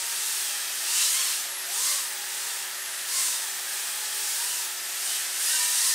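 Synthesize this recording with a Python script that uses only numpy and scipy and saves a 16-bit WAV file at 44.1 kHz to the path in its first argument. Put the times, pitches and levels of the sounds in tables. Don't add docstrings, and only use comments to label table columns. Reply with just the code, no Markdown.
import sys
import numpy as np
from scipy import signal
from scipy.fft import rfft, irfft, next_fast_len
from scipy.io import wavfile
from scipy.ndimage import uniform_filter1d

SR = 44100
rng = np.random.default_rng(int(sys.argv[2]) if len(sys.argv) > 2 else 0)


def volts(x):
    e = np.asarray(x, float) / 20
    return 10 ** e


def log_audio(samples):
    frames = np.atleast_2d(samples).T
    limited = np.clip(frames, -1, 1)
    pcm = np.round(limited * 32767).astype(np.int16)
    wavfile.write(sys.argv[1], SR, pcm)


N = 261954
T = np.arange(N) / SR


def walk(rate):
    hold = int(SR / rate)
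    steps = np.repeat(rng.standard_normal(N // hold + 1), hold)
    return 1.3 * uniform_filter1d(uniform_filter1d(steps, hold), hold)[:N]


def eased(table):
    s, value = np.transpose(table)
    index = np.arange(len(s))
    place = np.interp(T, s, index)
    part = place % 1
    smooth = part ** 2 * (3 - 2 * part)
    return np.interp(place - part + smooth, index, value)


def bumps(table):
    edge_s = .09
    rows = np.array(table)
    middle, length = rows[:, :1], rows[:, 1:2]
    edge = np.clip(.5 + (length / 2 - np.abs(T - middle)) / edge_s, 0, 1)
    return rows[:, 2:].T @ np.sin(edge * np.pi / 2) ** 2


def air(colour, gain_db):
    size = next_fast_len(N)
    octave = np.log2(np.maximum(np.arange(size // 2 + 1) * SR / size, 1))
    hz, db = np.transpose(colour)
    spectrum = rfft(rng.standard_normal(size)) * volts(np.interp(octave, np.log2(hz), db))
    spectrum = spectrum / np.sqrt(np.mean(irfft(spectrum, size) ** 2))
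    centres = np.r_[8:13:.6, 13.1:14:.17]
    total = np.zeros(N)
    for centre, peak in zip(centres, np.eye(len(centres))):
        window = np.interp(octave, centres, peak)
        total += irfft(spectrum * window, size)[:N] * volts(gain_db(2 ** centre))
    return total


# (multiple of shaft rate, level [dB])
FAN_HARMONICS = [(1, -74.5), (2, -61.5), (3, -62.5), (7, -57), (11, -62), (20, -59)]
# (frequency [Hz], level [dB])
SECOND_FAN_TONES = [(977, -86), (1223, -59)]
# (frequency [Hz], density [dB per Hz])
FAN_SPECTRUM = [(25, -40), (50, -50), (120, -39.5), (250, -26), (500, -21), (870, -12), (1100, -14),
                (1400, -12), (1800, -4), (2200, -12.5), (3000, -11), (6000, -15.5), (10000, -22),
                (16000, -32.5)]


def fan():
    shaft_hz, rush_db = 189.5, -38.5
    turn = 2 * np.pi * np.cumsum(shaft_hz * (1 + 0.00121 * walk(2))) / SR
    hum = np.zeros(N)
    for k, db in FAN_HARMONICS:
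        hum += volts(db + 1.15 * walk(7.9)) * np.sin(k * turn + k)
    for hz, db in SECOND_FAN_TONES:
        hum += volts(db + 3.2 * walk(6.6)) * np.sin(2 * np.pi * hz * T)
    rush = air(FAN_SPECTRUM, lambda hz: rush_db + .5 * walk(9.9))
    return np.sqrt(2) * hum + rush


def room(x):
    t60_s, tail_db = 0.17, 1.5
    t = np.arange(SR // 2) / SR
    tail = rng.standard_normal(len(t)) * np.exp(-np.log(1000) * t / t60_s) * (t > .004)
    tail = tail / np.sqrt(np.sum(tail ** 2))
    reverberant = signal.fftconvolve(x, tail)[:N]
    return (x + volts(tail_db) * reverberant) / np.sqrt(1 + volts(2 * tail_db))


COGGING = 18
# (multiple of blade rate, level [dB])
UPPER_HARMONICS = [(4, 2), (5, 0), (6, -3), (7, -2)]


def rotor(hz, tone_db, octave_db, upper_db, whine_db):
    hz = hz * (1 + .0015 * walk(25) + .0015 * walk(120))
    turn = 2 * np.pi * np.cumsum(hz) / SR
    shaken = turn + .36 * walk(150)
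    levels = [(.5, tone_db - 16.5), (1, tone_db - 1.5), (2, octave_db), (3, upper_db[0])]
    levels += [(k, upper_db[1] + db) for k, db in UPPER_HARMONICS]
    tones = np.zeros(N)
    for k, db in levels:
        tones += volts(db + 3.3 * walk(22)) * np.sin(k * shaken + 2 * np.pi * rng.random())
    whine_hz = COGGING * hz
    frame_db = np.interp(whine_hz, [11500, 13500], [3.5, -1])
    audible = np.clip((20000 - whine_hz) / 500, 0, 1)
    whine_level = audible * volts(whine_db + frame_db + 2.5 * walk(30))
    whine = whine_level * np.sin(COGGING * turn + .6 * walk(200))
    return np.sqrt(2) * (tones + whine), turn


# (time [s], blade rate [Hz])
THROTTLE_CURVE = [(.25, 935), (.76, 795), (.99, 1030), (1.09, 1015), (1.23, 1140), (1.55, 620),
                  (1.91, 1145), (2.15, 865), (2.56, 955), (2.8, 690), (2.96, 670), (3.17, 1120), (3.6, 805),
                  (4.3, 865), (4.52, 1015), (4.82, 715), (5.31, 715), (5.53, 978)]
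ROTOR_TRIM = [0, -45, -30]
# (middle [s], length [s], all rotors [Hz], second rotor [Hz], third rotor [Hz])
STICK_NUDGES = [(.1, .25, 0, -90, -15), (.5, .2, -40, 0, 0), (.57, .56, 0, 0, -130), (1.0, .1, 0, -85, -40),
                (1.29, .18, 0, -20, -85), (1.62, .08, 0, -30, 0), (1.7, .12, -50, 0, 0),
                (1.91, .17, 0, -45, -140), (2.32, .2, 25, -50, -20), (2.59, .1, 0, -90, -125),
                (2.88, .36, 0, -45, 0), (2.95, .24, 0, 0, -105), (3.27, .2, -38, 0, -110),
                (3.82, .3, 30, 0, -35), (4.1, .25, 9, 30, -72), (4.45, .42, 0, 10, -85),
                (4.86, .16, 0, 10, -50), (5.12, .2, 88, 0, -20), (5.33, .16, 0, 0, 45),
                (5.45, .58, 0, -85, 0), (5.43, .12, 0, -75, 0), (5.6, 1.06, 0, -70, 0),
                (5.8, .46, 0, 0, -44), (5.96, .28, 105, -65, -20)]
# (time [s], level [dB])
LOAD_CURVE = [(0, 2), (.78, -0.5), (.99, 6), (1.28, 4), (1.56, -6.5), (1.87, 6), (2.13, -3.5), (2.48, -1),
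              (2.78, -6), (3.02, -4.5), (3.19, 6), (3.56, -3), (3.76, -.5), (4.52, 1.5), (4.82, -4),
              (5.1, 2.5), (5.32, -0.5), (5.52, 6.5)]
# (middle [s], length [s], third [dB], fourth and up [dB], low hiss [dB])
INFLOW = [(.52, 0.33, 2, 5, 0), (.93, 0.19, 8, 4, 3), (1.05, .14, 2, 9, 2), (1.25, .22, 5, 4, 3),
          (1.88, .2, 1, -2, -1), (2.8, .2, 4, 0, -2), (3.25, 0.2, -1, 1.5, -1), (4.25, .25, -2, -3, -2),
          (4.52, .15, 6, 0, -3), (4.85, 0.14, -2, -1, -2), (5.12, 0.16, -1, 6.5, 0), (5.3, .1, -3, 5, 0),
          (5.53, 0.13, 5, 5.5, -1.5), (5.7, .2, 3.5, 0, -2), (5.9, .15, -2, -13, -0.5)]
# (middle [s], length [s], blade tone [dB], octave [dB])
ROTOR_FACING = [
    [(1.17, .12, 2, 13.5), (1.25, .12, 1, 0), (1.85, 0.28, 4.5, -3), (3.18, 0.078, 5, 1),
     (2.55, 0.13, 3, 0), (3.42, .15, 0, 5), (3.7, 0.14, -5, 9), (4.1, .26, 10, 4), (4.3, .08, 6, 4),
     (4.44, .1, 6, 6), (4.55, .2, 0.5, 3.5), (5.12, .2, 3, 4), (5.3, .12, 7, 7), (5.65, 0.34, 3, 7)],
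    [(.75, .2, -4, 6), (1.72, 0.23, 9.5, 0), (1.92, .14, 6, 11), (3.18, .12, 6, 15), (4.3, .5, 1, 5),
     (5.1, .2, 3, 0), (5.7, 0.18, 3.5, 0), (5.53, 0.09, 0, 20), (5.88, 0.23, 4, 14)],
    [(0, 0.18, 4.5, 0), (.75, 0.17, 9, 8), (1.25, .15, 5, 9), (1.9, .15, -5, 0), (3.2, .15, -10, 0),
     (5.55, 0.36, 0.5, 17), (5.88, 0.2, 2.5, 16)],
]
BLADE_TONE = [-56.5, -58.5, -60.5]
BLADE_OCTAVE = [-58.5, -60.5, -62.5]
# (frequency [Hz], level [dB])
WHINE_RESPONSE = [(9500, -51), (10700, -48), (11700, -50), (12500, -58), (13700, -49), (14700, -58),
                  (15500, -50.5), (16500, -59)]
WHINE_TRIM = [-1, 0, -7]
# (frequency [Hz], density [dB per Hz])
WASH_SPECTRUM = [(200, -57), (700, -48), (1200, -12), (1900, -13.5), (2400, -8.5), (3700, -5), (5500, -2),
                 (7000, -1.5), (8700, 1.5), (10500, -3.5), (12500, -8), (14200, -7), (15300, -12.5),
                 (16000, -14.5)]


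def drone():
    hover_hz, hover_wash_db = 860, -32
    every, second, third = bumps(STICK_NUDGES)
    offsets = np.array([0 * every, second, third]) + np.array(ROTOR_TRIM)[:, None]
    rates = eased(THROTTLE_CURVE) + every + offsets
    speed = np.log2(rates / hover_hz)
    load_db = eased(LOAD_CURVE)
    *choppy_db, rumble_db = bumps(INFLOW)
    wash_db = hover_wash_db + load_db
    low_db, top_db = -0.33 * load_db + rumble_db, -0.35 * load_db
    upper_db = np.array([[-58], [-58]]) + 0.95 * load_db + choppy_db

    rotors = []
    for k in range(3):
        facing_db = bumps(ROTOR_FACING[k]) + 0.24 * load_db
        tone_db = BLADE_TONE[k] + 16 * speed[k] + facing_db[0]
        octave_db = BLADE_OCTAVE[k] + 6.5 * speed[k] + facing_db[1]
        response_db = np.interp(COGGING * rates[k], *np.transpose(WHINE_RESPONSE))
        whine_db = WHINE_TRIM[k] - .4 * load_db + response_db
        rotors.append(rotor(rates[k], tone_db, octave_db, upper_db, whine_db))
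    fourth = np.mean(rates, axis=0) * (1 + 0.023 * walk(3))
    rotors.append(rotor(fourth, tone_db - 7.5, octave_db - 7, upper_db - 1, whine_db - 3))
    chop = 1 + 0.057 * sum(np.cos(turn) for _, turn in rotors)
    gust = 0.66 * walk(10)

    def band_db(hz):
        low = np.clip(np.log2(5000 / hz), 0, 1) * (low_db - low_db.mean())
        top = np.clip(2 * np.log2(hz / 9500), 0, 1.3) * (top_db - top_db.mean())
        tips = -45 * np.clip(np.log2(hz / (20.0 * rates[0])), 0, .3)
        return wash_db + 1.5 + low + top + tips + gust + 0.71 * walk(20)

    return sum(tone for tone, _ in rotors), chop * air(WASH_SPECTRUM, band_db)


def scene():
    tones, wash = drone()
    mono = room(tones) + wash + fan()
    return np.array([mono, mono])


SLIP_TIMES = [.229, .275, .323, .554, 1.228, 1.414, 1.621, 2.367, 3.108, 3.364, 3.504, 3.55, 4.061, 4.177,
              4.781, 4.845, 5.269, 5.362, 5.477, 5.895, 5.929]
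SLIP_BORDERS = [4200, 5400, 6900, 8250, 9800, 10900, 12400, 13800, 15680]


def slips(x):
    size, bands = 2048, 2
    side = np.zeros(N)
    band = np.searchsorted(SLIP_BORDERS, np.arange(size // 2 + 1) * SR / size)
    later = np.concatenate([x[600:], x[-600:], x[-size:]])
    order = rng.random((len(SLIP_TIMES), len(SLIP_BORDERS) - 1)).argsort(axis=1)
    picks = 1 + order[:, :bands]
    fade = signal.windows.hann(size) ** .7
    for s, pick in zip(SLIP_TIMES, picks):
        i = int(s * SR) - size // 2
        piece = irfft(rfft(later[i:i + size]) * np.isin(band, pick), size)
        side[i:i + size] += (volts(-3.0) * piece * fade)[:N - i]
    return side


def roll_off(x):
    return signal.sosfilt(signal.butter(12, 16990, fs=SR, output="sos"), x)


def record(dry):
    x = signal.sosfilt(signal.butter(2, 100, "high", fs=SR, output="sos"), dry[0])
    x = signal.sosfilt(signal.ellip(12, .3, 80, 15710, fs=SR, output="sos"), x)
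    side = slips(x)
    return roll_off(np.array([x + side, x - side]))


dry = scene()
out = record(dry)
log_audio(out)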